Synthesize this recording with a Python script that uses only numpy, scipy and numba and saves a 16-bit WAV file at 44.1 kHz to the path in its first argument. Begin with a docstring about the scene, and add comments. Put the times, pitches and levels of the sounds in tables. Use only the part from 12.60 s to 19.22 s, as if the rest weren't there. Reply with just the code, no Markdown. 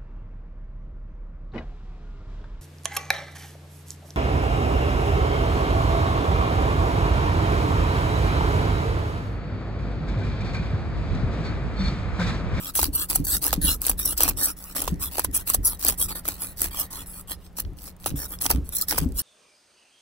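"""Outdoors, a phone on the ground hears, close by, a kitchen knife scaling a large fish on a board.
A smooth draw opens; then pushes that catch and snap scales loose alternate with hissing draws, both made
of noise-like slips through filters. Soft flops, damped low tones, follow many pushes and rock the board.
A faint whine comes and goes from the second second to the fifth, as the strokes thin out; they then
return, with two last flops and a draw. A low hum and distant traffic lie under it all."""
import sys
import numpy as np
from scipy import signal
from scipy.fft import rfft, irfft
from scipy.io import wavfile
from scipy.ndimage import uniform_filter1d, map_coordinates
from numba import njit

SR = 44100
rng = np.random.default_rng(int(sys.argv[2]) if len(sys.argv) > 2 else 0)


def unload_wav(signal):
    """Save mono or channel-first audio to the path in sys.argv[1] as 16-bit WAV at rate SR, clipped to [-1, 1]."""
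    wavfile.write(
        sys.argv[1],
        SR,
        np.round(np.clip(np.atleast_2d(signal).T, -1, 1) * 32767).astype(np.int16),
    )


N = 291942
TIME = np.arange(N) / SR

# Event levels are relative: each source adds its own layer gain.
# pushes against the scales: [start t/s, length t/s, fastest point/share of length, swell/dB,
# rasp level/dB, flesh scrape level/dB]
PUSHES = [(0.147, 0.12, 0.1, 12.5, -18, -31), (0.485, 0.12, 0.13, 26.5, -19.5, -31),
          (0.817, 0.085, 0.19, 14.5, -20, -28.5), (0.91, 0.054, 0.19, 6.5, -39, -37.5),
          (1.217, 0.1, 0.59, 7, -25.5, -36.5), (1.571, 0.14, 0.3, 16.5, -20, -26),
          (2.149, 0.17, 0.058, 25.5, -24, -28), (2.514, 0.1, 0.74, 7, -31, -38),
          (2.622, 0.034, 0.47, 18, -35, -50), (2.865, 0.086, 0.14, 11.5, -23.5, -37),
          (3.195, 0.14, 0.66, 15.5, -21.5, -32), (3.64, 0.16, 0.25, 22.5, -29.5, -36),
          (3.971, 0.11, 0.67, 15.5, -24, -35.5), (4.972, 0.034, 0.88, 10, -25.5, -40),
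          (5.173, 0.13, 0.83, 9, -41, -50), (5.398, 0.078, 1, 12, -42, -51),
          (5.459, 0.054, 0.25, 19, -28.5, -35.5), (5.811, 0.06, 0.91, 11, -21.5, -33.5),
          (5.88, 0.094, 0.22, 19.5, -32, -31), (6.274, 0.11, 0.44, 18.5, -28.5, -30),
          (6.358, 0.083, 0.26, 7.5, -35.5, -38)]
# draws back along the scales: [start t/s, length t/s, fastest point/share of length, swell/dB,
# rasp level/dB, flesh scrape level/dB, hollow crackle level/dB]
DRAWS = [(0.001, 0.1, 1, 4, -36.5, -34.5, -39.5), (0.33, 0.12, 0.79, 9.5, -27, -32, -25.5),
         (0.642, 0.019, 0.55, 14, -24.5, -35, -35), (0.669, 0.1, 0.76, 7, -20.5, -30, -23.5),
         (1.016, 0.13, 0.59, 10, -21.5, -27.5, -19.5), (1.377, 0.079, 0.21, 18, -24, -34.5, -28.5),
         (1.448, 0.081, 0.46, 3, -27, -31, -33.5), (1.77, 0.14, 0.3, 5.5, -27, -29, -27.5),
         (1.968, 0.16, 0.055, 0, -45, -43, -51), (2.398, 0.083, 0.34, 11, -28, -31.5, -27),
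         (2.729, 0.088, 0.2, 8, -31.5, -32.5, -36.5), (3.032, 0.12, 0.32, 16.5, -27.5, -28.5, -32.5),
         (3.378, 0.081, 0.46, 12.5, -22, -30.5, -34), (3.485, 0.036, 0.09, 1.5, -32, -30, -39.5),
         (3.549, 0.046, 0.12, 8, -34, -33, -33.5), (3.787, 0.14, 0.25, 19, -30.5, -33.5, -32),
         (4.109, 0.15, 0.65, 14.5, -29.5, -29.5, -31.5), (4.307, 0.119, 0.5, 3.5, -38, -38, -37.5),
         (4.461, 0.15, 1, 3, -42.5, -48, -45), (4.675, 0.069, 0.67, 17.5, -31, -32.5, -27.5),
         (4.781, 0.11, 0.71, 16, -55.5, -64, -47.5), (5.559, 0.1, 0.19, 3.5, -34.5, -35, -36.5),
         (5.679, 0.082, 0.65, 16, -34, -35, -42), (6.045, 0.13, 1, 1, -55, -63, -51.5),
         (6.123, 0.11, 0.35, -3.5, -38, -44, -39), (6.542, 0.097, 0.53, 30, -22, -33, -28.5)]
# the edge gets under a scale and peels it off: [start t/s, length t/s, rasp level/dB]
RIPS = [(0.231, 0.012, -24), (0.550, 0.0074, -23), (0.929, 0.011, -24), (1.579, 0.0061, -16.5),
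        (1.686, 0.0096, -16.5), (2.16, 0.067, -36), (2.936, 0.015, -22), (3.248, 0.013, -26),
        (5.461, 0.018, -25.5), (5.813, 0.011, -27), (5.902, 0.013, -16), (6.213, 0.012, -21.5),
        (6.285, 0.033, -22.5), (6.379, 0.011, -19)]
# the edge sizzles over a row of rims on the way back: [start t/s, length t/s, rasp level/dB]
SKIMS = [(0.347, 0.013, -27), (1.453, 0.0095, -21), (1.832, 0.031, -21), (2.745, 0.032, -22),
         (3.048, 0.036, -20), (4.197, 0.018, -24), (6.152, 0.018, -24.5), (6.185, 0.0045, -29)]
# scales snapping loose: [t/s, crack level/dB, knock level in the flesh/dB, crack decay t/s]
SNAPS = [(0.1675, -37, -56, 0.00083), (0.191, -28, -23, 0.0018), (0.2289, -13, -23, 0.0043),
         (0.5575, -9.5, -27.5, 0.0035), (0.8655, -7.5, -36, 0.00067), (0.8801, -12, -44, 0.0008),
         (0.9291, -13, -18, 0.0014), (1.2175, -13.5, -48, 0.00071), (1.266, -12.5, -26, 0.0037),
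         (1.295, -13, -26, 0.0053), (1.6057, -7, -24, 0.0011), (1.6332, -4.5, -33, 0.0018),
         (1.679, -14, -29, 0.00073), (1.689, -14, -30.5, 0.00069), (2.1503, -30, -39, 0.0008),
         (2.1647, -26, -35, 0.00083), (2.2, -32, -43, 0.00062), (2.22, -11.5, -32, 0.00085),
         (2.24, -24, -56, 0.0005), (2.277, -28, -22, 0.0018), (2.582, -20, -24, 0.001),
         (2.594, -13.5, -24.5, 0.0028), (2.642, -25, -48, 0.0005), (2.6456, -15, -26, 0.0029),
         (2.9, -9.5, -29, 0.0015), (2.945, -9.5, -25, 0.0038), (3.249, -8, -25, 0.0013),
         (3.2658, -10, -49, 0.00044), (3.2828, -9.5, -38, 0.0048), (3.2984, -8.5, -27, 0.00077),
         (3.3242, -30, -38, 0.0007), (3.6533, -32, -33, 0.0032), (3.686, -14.5, -29, 0.0016),
         (4.0174, -11.5, -31, 0.0014), (4.985, -35, -36, 0.0014), (5.27, -35, -52, 0.0006),
         (5.276, -45, -50, 0.00087), (5.4604, -20.5, -24, 0.0013), (5.816, -18, -46, 0.00078),
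         (5.852, -30, -46, 0.00027), (5.857, -26, -49, 0.00031), (5.904, -24, -22, 0.0012),
         (5.913, -30, -26.5, 0.00088), (6.0911, -23.5, -58, 0.00043), (6.315, -30, -45, 0.0007),
         (6.324, -26, -26, 0.0012), (6.3806, -35, -23.5, 0.0012), (6.3856, -12, -40, 0.0015)]
# loose scales landing: [t/s, level/dB, middle of the noise band f/Hz]
TICKS = [(0.780, -30, 11000), (2.040, -30, 11000), (2.342, -42, 9000), (2.358, -47, 9100),
         (2.713, -40, 11000), (3.173, -45, 10000), (4.3296, -27.5, 11000), (4.3455, -41, 11000),
         (4.865, -44, 3550), (5.050, -39, 3140), (5.187, -35, 4500), (5.226, -48, 6000), (5.235, -50, 7000),
         (5.365, -46, 11000), (5.4423, -28.5, 5500), (5.511, -37, 2500), (5.788, -34, 6130),
         (6.489, -45, 10000), (6.521, -36.5, 12000)]
# the fish flopping on the board: [t/s, slap level/dB, slap f/Hz, deep thud level/dB]
FLOPS = [(0.282, -29, 285, -24.5), (0.597, -20.5, 151, -22.5), (0.975, -20.5, 173, -21),
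         (1.041, -24.5, 180, -21), (1.075, -52, 143, -22.5), (1.331, -63, 166, -24.5),
         (1.703, -37, 164, -22.5), (2.319, -17.5, 167.6, -21), (2.686, -33.5, 275, -26.5),
         (2.989, -33, 279, -24), (5.056, -75, 177, -28), (5.117, -35.5, 139, -38), (5.514, -25.5, 143, -25),
         (5.538, -22.5, 147, -26.5), (5.947, -22, 257, -20.5), (5.978, -23.5, 161.5, -24),
         (6.417, -16, 159, -18.5), (6.458, -19.5, 256.6, -19.5)]
# a far-off whine that comes and goes: [t/s, level/dB]
WHINE_LEVEL = [(1.2, -78), (2.3, -59.5), (3.8, -65), (4.4, -57.5), (4.9, -87)]

# relative spectra of the rasp, flesh scrape, scale crackle, tearing crack, wet knock, rocking board
# and open air: [f/Hz, level per Hz/dB]
PUSH_RASP = [(2000, -93.5), (4300, -7), (6500, -8.5), (8000, -4.5), (11000, -1), (13500, 1.5), (16000, -2)]
DRAW_RASP = [(2000, -62), (4300, -13), (6500, -9), (8000, -3), (11000, 1.5), (13500, 2.5), (16000, -2.5)]
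PUSH_FLESH = [(150, -28), (380, -9), (800, -3.5), (1200, -7.5), (1700, -23), (2500, -3), (5000, -33.5)]
DRAW_FLESH = [(200, -20), (550, -5), (880, -5.5), (1200, -9.5), (1650, -11.5), (2300, -8), (5000, -16)]
CRACKLE = [(900, -20.5), (1900, 0.5), (2750, -5.5), (4300, 1), (5600, -2.5), (7000, -2), (10000, -4),
           (16000, -53.5)]
CRACK = [(800, 7), (2200, -21), (5000, 5.5), (9000, 16.5), (13000, 22.5), (16000, 10)]
KNOCK = [(120, -13), (350, -1), (700, -64.5), (1100, -19), (1800, -3), (4000, -1.5), (9000, -2)]
BOARD_RUMBLE = [(15, -16.5), (25, -17), (37, 8), (48, 1), (63, 4), (85, -3), (130, -12.5), (290, -18),
                (400, -21.5), (1200, -56)]
OUTDOORS = [(20, 2), (55, 4), (110, -1), (180, -2.5), (300, -14.5), (500, -13.5), (1000, -18.5),
            (2000, -26.5), (5000, -35), (16000, -49)]

# ringing of the steel blade: [f/Hz, width f/Hz, level over the rasp/dB]
BLADE = [(2400, 300, 3), (2850, 250, 3), (4150, 400, 2), (5600, 600, 2), (7750, 400, 3), (9250, 400, 3),
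         (10650, 500, 5), (12100, 400, 5), (13650, 550, 4), (14500, 450, -4), (15200, 700, 4)]
# hollow colour of the blade lying flat on the scales: [f/Hz, width f/Hz, lift or cut level/dB]
HOLLOW = [(2150, 400, -11), (2420, 120, 5), (2870, 130, 10), (3080, 150, -5), (3300, 130, 7),
          (5050, 300, -4), (5500, 400, 5), (6400, 700, -4)]
# hollow ring of the board under the fish: [f/Hz, width f/Hz, level over the scrape/dB]
BOARD_RING = [(285.1, 100, 21.5)]
# ring of the flesh under a snapping scale, before detuning: [f/Hz, level/dB, decay t/s]
KNOCK_MODES = [(377, -2, 0.0039), (563, 4, 0.0015), (863, 2, 0.0036), (1273, -2, 0.0031),
               (2110, -4, 0.0027)]
# resting pitches of resonances that the travelling contact brings out or damps: [f/Hz]
SLIDING_HZ = [1800, 2420, 2870, 3300, 3750, 4100, 4400, 4700, 5250, 5520, 5800, 6200, 7000, 7700, 8250,
              8800, 9250, 10550, 10800, 11100, 12100, 12700, 13200, 13650, 15100]

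# the right port hears the board's midrange more strongly than the left: [f/Hz, level/dB]
RIGHT_PORT = [(300, 0), (600, 3), (1100, 5), (1700, 4), (2400, 0), (4300, .5), (5400, 2.5), (6500, 0),
              (16000, 0)]
# how far the right port lags the left: [f/Hz, phase/rad]
PORT_LAG = [(0, 0), (1380, 0.1), (2150, 3.3), (4400, 7.8), (7200, 16.2), (16700, 40.6)]
# share of the sound whose phase wanders between the two ports: [f/Hz, share/0-1]
WANDERING = [(350, 0), (600, .7), (2400, .65), (2900, .95), (6900, .95), (7800, .3), (16000, .3)]

HUM_HZ, HUM_DB = 180.2, -51.5  # means of a wavering tone
WHINE_HZ = 1870
TOP_HZ = 15750
# the board rocks around each flop and follows the work of the arm
ROCK_RISE_S, ROCK_DECAY_S, ARM_LAG_S, ARM_SWAY_S = 0.041, 0.092, 0.1, 0.061
# a faint rub of wet steel lingers on both sides of a stroke
LINGER_DB, LINGER_S = -29, 0.05


def pushes(rasp_db=1.0, crackle_db=-5.0, flesh_db=-2.5):
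    """Against the scales: the edge catches hard on the rims."""
    rasp_gain, flesh_gain = stroke_gains(PUSHES, attack_s=0.0044, release_s=0.011, press_db=10.0)
    rasp_gain = np.hypot(rasp_gain, rip_gain(RIPS, attack_s=0.0022, release_s=0.0014))
    grip = catches(rate=520, spread_db=6, width_s=.0003, slide=.7)
    rasp = unit(colour(grip * ridges(7000, spread_db=4), PUSH_RASP, BLADE))
    crackle = unit(colour(grip * ridges(1100, spread_db=4.5), CRACKLE))
    flesh = unit(colour(grip * ridges(1800, spread_db=2), PUSH_FLESH, BOARD_RING))
    # scales crackle most when the blade is both fast and pressed in
    crackle_gain = np.sqrt(rasp_gain * flesh_gain)
    blade = undb(rasp_db) * rasp_gain * rasp + undb(crackle_db) * crackle_gain * crackle
    stroke = blade + undb(flesh_db) * flesh_gain * flesh
    rise = .035 * travel(PUSHES)
    return sliding(stroke, rise, depth_db=7, width_hz=220, drift=.03, rate=22)


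def draws(rasp_db=2.5, crackle_db=-8, flesh_db=-8.0, pocket_hz=1170, pocket_db=8):
    """With the scales: the edge glides with a hollow, rising ring, and the rims only flutter the hiss."""
    rasp_gain, flesh_gain, crackle_gain = stroke_gains(
        DRAWS, attack_s=0.0018, release_s=0.0085, press_db=2.5)
    rasp_gain = np.hypot(rasp_gain, rip_gain(SKIMS, attack_s=0.0024, release_s=0.0018))
    grip = catches(rate=520, spread_db=5, width_s=.0005, slide=1.0)
    rasp = unit(colour(grip * ridges(16000, spread_db=6), DRAW_RASP, BLADE))
    crackle = unit(colour(grip * ridges(1800, spread_db=4), CRACKLE, HOLLOW))
    flesh = unit(colour(grip * ridges(2000, spread_db=2), DRAW_FLESH, BOARD_RING))
    # the pocket of air under the blade closes along the stroke, so its note rises and strengthens
    place = travel(DRAWS)
    note_hz = pocket_hz * np.exp(.2 * place)
    flesh = bell(flesh, note_hz, 190., undb(pocket_db * (1 + place)), 16)
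    blade = undb(rasp_db) * rasp_gain * rasp + undb(crackle_db) * crackle_gain * crackle
    stroke = blade + undb(flesh_db) * flesh_gain * flesh
    return sliding(stroke, rise=.035 * place, depth_db=16, width_hz=140, drift=.01, rate=15)


def snaps(crack_db=2, knock_db=0, smack=1.0, detune=0.15, pop=3):
    """A scale tears out with a short crack and jolts the flesh, which rings a little differently each time."""
    cracks, knocks = np.zeros((2, N))
    lead_s = .003  # room for the onset before the snap
    t = TIME[:SR // 20] - lead_s
    after = np.maximum(t, 0)
    rise = np.exp(np.minimum(t, 0) / .00015)
    tail = undb(-27) * np.exp(-after / .005)
    for s, tear_db, jolt_db, decay_s in SNAPS:
        tear, squelch = rng.standard_normal((2, len(t)))
        tear[int(lead_s * SR) + 1] = pop  # the root gives way at once
        fade = np.exp(-after / max(decay_s, 1 / SR)) + tail
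        add(cracks, s - lead_s, undb(tear_db) * tear * rise * fade)
        ring = np.zeros(len(t))
        for k, (hz, db, ring_s) in enumerate(KNOCK_MODES):
            mode_hz = hz * np.exp(detune * rng.standard_normal())
            mode = undb(db) * np.sin(2 * np.pi * mode_hz * after) * np.exp(-after / ring_s)
            ring += mode * (-1) ** k  # neighbouring modes start in opposite directions
        wet = smack * colour(squelch, KNOCK) * rise * np.exp(-after / 0.0079)
        add(knocks, s - lead_s, undb(jolt_db) * (ring + wet))
    return undb(crack_db) * colour(cracks, CRACK, BLADE), undb(knock_db) * knocks


def loose_scales(rate=12, level_db=-40, spread_db=5, decay_s=0.0012):
    """Loose scales tick as they land, in noise bursts, and as they peel off the wet blade, in random clicks."""
    out = undb(level_db) * colour(clicks(rate, spread_db), CRACK)
    t = TIME[:SR // 30]
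    for s, db, hz in TICKS:
        edges_hz = [hz / 2, min(hz * 1.5, SR * .45)]
        band = signal.butter(2, edges_hz, "band", fs=SR, output="sos")
        burst = rng.standard_normal(len(t)) * np.exp(-t / decay_s)
        add(out, s, undb(db) * signal.sosfilt(band, burst) * 2)
    return out


def flops(rise_s=0.0047, slap_s=0.015, ring_s=0.021, ring_db=-9, thud_hz=62, thud_s=0.013,
          slap_gain_db=4, thud_gain_db=3):
    """The soft body lands on the board: a damped slap, the ring of the board and a deep thud."""
    out = np.zeros(N)
    t = TIME[:SR // 4]
    soft_onset = 1 - np.exp(-(t / rise_s) ** 2)
    skin = signal.butter(4, [140, 320], "band", fs=SR, output="sos")
    board_hz = BOARD_RING[0][0]
    for s, slap_db, hz, thud_db in FLOPS:
        # wet skin meets the wood unevenly
        patter = unit(signal.sosfilt(skin, rng.standard_normal(len(t))))
        slap = (np.sin(2 * np.pi * hz * t) + 0.24 * patter) * np.exp(-t / slap_s)
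        ring = undb(ring_db) * np.sin(2 * np.pi * board_hz * t) * np.exp(-t / ring_s)
        thud = undb(thud_db + thud_gain_db) * np.sin(2 * np.pi * thud_hz * t) * np.exp(-t / thud_s)
        landing = undb(slap_db + slap_gain_db) * (slap + ring) + thud
        add(out, s - rise_s / 2, landing * soft_onset)
    return out


def rocking(flop_db=-5, arm_db=-12, rest_db=-50, side_db=-10):
    """The board rumbles as the weight on it shifts: it swells around each flop and sways with the strokes."""
    power = np.full(N, undb(rest_db) ** 2)
    for s, _, _, thud_db in FLOPS:
        since = TIME - s
        settling = np.exp(-np.maximum(since / ROCK_DECAY_S, -since / ROCK_RISE_S))
        power = np.maximum(power, (undb(thud_db + flop_db) * settling) ** 2)
    for start, _, _, _, rasp_db, *_ in [*PUSHES, *DRAWS]:
        sway = np.exp(-np.abs(TIME - start - ARM_LAG_S) / ARM_SWAY_S)
        power = power + (undb(rasp_db + arm_db) * sway) ** 2
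    mid, side = (colour(rng.standard_normal(N), BOARD_RUMBLE) for _ in range(2))
    return np.sqrt(power) * (mid + undb(side_db) * side * np.array([[1], [-1]]))


def outdoors(level_db=-49.0, side_db=-9, waver_db=2):
    """Distant traffic as slowly swelling noise, and a machine hum that wavers in pitch and level."""
    swell_db, swells_per_s = 1, 2.5
    mid, side = (colour(rng.standard_normal(N), OUTDOORS) * undb(swell_db * walk(swells_per_s))
                 for _ in range(2))
    phase = 2 * np.pi * np.cumsum(HUM_HZ + 2 * walk(16)) / SR
    hum = np.sin(phase) * undb(HUM_DB + waver_db * walk(8.9))
    return undb(level_db) * (mid + undb(side_db) * side * np.array([[1], [-1]])) + hum


def whine(width_hz=130):
    """A faint, breathy whine, perhaps a machine some way off: a narrow band of noise."""
    edges_hz = [WHINE_HZ - width_hz / 2, WHINE_HZ + width_hz / 2]
    band = signal.butter(1, edges_hz, "band", fs=SR, output="sos")
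    breath = unit(signal.sosfilt(band, rng.standard_normal((2, N))))
    return undb(np.interp(TIME, *np.transpose(WHINE_LEVEL))) * breath


def stroke_gains(strokes, attack_s, release_s, press_db):
    """One gain for each layer of a stroke: the edge lands, speeds up, slows and lifts as pressure grows."""
    power = np.zeros((len(strokes[0][4:]), N))
    for start, length, fastest, swell_db, rasp_db, *pressed_db in strokes:
        near = np.abs(TIME - start - length / 2) < length / 2 + 5 * LINGER_S
        t = TIME[near] - start
        along = np.clip(t / length, 0, 1)
        peak = np.clip(fastest, .02, .98)
        speed = undb(np.interp(along, [0, peak, 1], [-swell_db, 0, -swell_db]))
        rub = undb(LINGER_DB) * contact(t, length, LINGER_S, LINGER_S)
        touch = np.maximum(contact(t, length, attack_s, release_s), rub)
        pressure = undb(np.add.outer(pressed_db, press_db * (along - .5)))
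        power[0, near] += (undb(rasp_db) * touch * speed) ** 2
        power[1:, near] += (pressure * touch * speed) ** 2
    return np.sqrt(power)


def rip_gain(rips, attack_s, release_s):
    """The rasp surges for as long as the edge works at the rims."""
    gain = np.zeros(N)
    lead_s = .01  # room for the attack
    t = TIME[:SR // 8] - lead_s
    for start, length, rasp_db in rips:
        add(gain, start - lead_s, undb(rasp_db) * contact(t, length, attack_s, release_s))
    return gain


def contact(t, length, attack_s, release_s):
    """Envelope that rises up to time 0, holds for its length and dies away."""
    return np.exp(np.minimum(t, 0) / attack_s - np.maximum(t - length, 0) / release_s)


def catches(rate, spread_db, width_s, slide):
    """Grip of the edge: it builds at each scale rim and lets go, over a steady sliding share."""
    t = np.arange(-SR // 100, SR // 100) / SR
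    grip = signal.fftconvolve(clicks(rate, spread_db), np.exp(-np.abs(t) / width_s), "same")
    grip = unit(grip) + slide
    # the hand keeps the mean force even from one row of scales to the next
    return grip / np.sqrt(uniform_filter1d(grip ** 2, size=700))


def ridges(rate, spread_db):
    """Tiny slips of the edge over the fine ridges of a scale, as clicks of random sign."""
    return unit(clicks(rate, spread_db) * np.sign(rng.standard_normal(N)))


def travel(strokes, size=16):
    """Place of the edge, from -.5 to .5 along each stroke, smoothed, once every size samples."""
    t = TIME[::size]
    place = np.zeros(len(t))
    for start, length, *_ in strokes:
        place = np.where(t > start, np.minimum((t - start) / length, 1) - .5, place)
    return uniform_filter1d(place, size=40)


def sliding(x, rise, depth_db, width_hz, drift, rate, size=16):
    """The contact slides along the edge: each resonance rises and drifts in pitch, swells and is damped."""
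    t = TIME[::size]
    knots = np.arange(int(rate * N / SR) + 2) / rate
    for hz in SLIDING_HZ:
        bend, swell = rng.standard_normal((2, len(knots)))
        when = knots - rng.random() / rate
        gain = undb(np.interp(t, when, depth_db * (np.tanh(1.5 * swell) - .15)))
        centre = hz * np.exp(rise + drift * np.interp(t, when, bend))
        x = bell(x, centre, float(width_hz), gain, size)
    return x


@njit
def bell(x, hz, width, gain, size):
    """Boost or cut around a moving centre; centre and linear gain come once every size samples."""
    y, band, low = np.empty(len(x)), 0., 0.
    for j in range(len(hz)):
        g = np.tan(np.pi * hz[j] / SR)
        damping = width / hz[j] / np.sqrt(gain[j])
        scale = 1 / (1 + g * (g + damping))
        for i in range(j * size, min((j + 1) * size, len(x))):
            # the tiny offset keeps the filter state from fading into very slow arithmetic
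            v = (band + g * (x[i] + 1e-18 - low)) * scale
            band, low = 2 * v - band, low + 2 * g * v
            y[i] = x[i] + (gain[j] - 1) * damping * v
    return y


def thrown_back(x):
    """The board and the legs throw the rasp back."""
    return bounce(bounce(x, delay_s=.00067, gain=.28), delay_s=.0018, gain=.22)


def bounce(x, delay_s, gain):
    """A reflection off a near surface; its path wanders around delay_s as the knife travels."""
    late = delay_s * SR * np.exp(.2 * walk(6))
    echo = map_coordinates(x, [np.arange(N) - late], order=3)
    return (x + gain * echo) / np.sqrt(1 + gain ** 2)


def ports(x, uneven, rate, turns_per_s=350, twist=0):
    """The right port lags the left; part of the sound wanders in phase there, and the level leans at random."""
    f = np.arange(N // 2 + 1) * SR / N
    gain = undb(np.interp(f, *np.transpose(RIGHT_PORT)))
    lag = np.interp(f, *np.transpose(PORT_LAG))
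    share = np.interp(f, *np.transpose(WANDERING))
    lean = uneven * walk(min(rate, SR / 20))
    turn = 2 * walk(turns_per_s)  # radians
    late = rfft(x * (1 - lean)) * gain * np.exp(-1j * lag)
    # with twist (radians), each stretch of the spectrum gets its own random phase at the right port
    centres = np.arange(0, SR / 2, 230)
    phase = twist * np.interp(f, centres, rng.standard_normal(len(centres)))
    wandering = late * share * np.exp(1j * phase)
    steady = irfft(late * np.sqrt(1 - share ** 2), N)
    right = steady + np.cos(turn) * irfft(wandering, N) + np.sin(turn) * irfft(1j * wandering, N)
    left = x * (1 + lean)
    return np.array([port + scatter(port) for port in (left, right)])


def scatter(x):
    """Faint, brief reflections from the board, the ground and the legs, as decaying noise."""
    t = TIME[:SR // 10]
    response = rng.standard_normal(len(t)) * np.exp(-t / .009) * (t > .001)
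    return undb(-20) * signal.fftconvolve(x, response / np.linalg.norm(response))[:N]


def colour(x, points, resonances=(), size=4096):
    """Causal filter of unit power gain from (Hz, dB) points and resonance humps."""
    f = np.arange(size // 2 + 1) * SR / size
    hz, db = np.transpose(points)
    shape = np.interp(np.log(f + 1), np.log(hz), db)
    for centre, width, lift in resonances:
        shape = shape + lift / (1 + (2 * (f - centre) / width) ** 2)
    # folding the cepstrum gives minimum phase
    cepstrum = irfft(np.log(undb(shape)))
    cepstrum[1:size // 2] *= 2
    cepstrum[size // 2 + 1:] = 0
    response = irfft(np.exp(rfft(cepstrum)))
    return signal.fftconvolve(x, response / np.linalg.norm(response))[:len(x)]


def clicks(rate, spread_db):
    """Random clicks, rate a second on average, of uneven size."""
    size = undb(spread_db * np.clip(rng.standard_normal(N), -2, 2))
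    return (rng.random(N) < rate / SR) * size


def walk(rate):
    """Random drift of rms 1, through rate fresh points a second."""
    return unit(np.interp(TIME * rate, np.arange(N // 10), rng.standard_normal(N // 10)))


def add(track, s, sound):
    """Mix a short sound into a track at time s."""
    i = max(int(s * SR), 0)
    track[i:i + len(sound)] += sound[:max(N - i, 0)]


def unit(x):
    """Scale to rms 1."""
    return x / np.sqrt(np.mean(x ** 2) + 1e-20)


def undb(db):
    """Decibels to gain."""
    return 10 ** (np.asarray(db) / 20)


def scene():
    """Blade, flesh and board close in front of the phone's two ports, in the open air."""
    cracks, knocks = snaps()
    against = thrown_back(pushes() + cracks + loose_scales()) + knocks
    catching = ports(against, uneven=.1, rate=1500)
    gliding = ports(thrown_back(draws()), uneven=.1, rate=1500, turns_per_s=22, twist=1.8)
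    board = ports(flops(), uneven=.32, rate=120)
    return catching + gliding + board + rocking() + outdoors() + whine()


def record(dry):
    """The phone rounds the loudest peaks and cuts the top."""
    rounded = .8 * np.tanh(dry / .8)
    low_pass = signal.ellip(10, .2, 70, TOP_HZ, fs=SR, output="sos")
    return signal.sosfilt(low_pass, rounded)


dry = scene()
out = record(dry)
unload_wav(out)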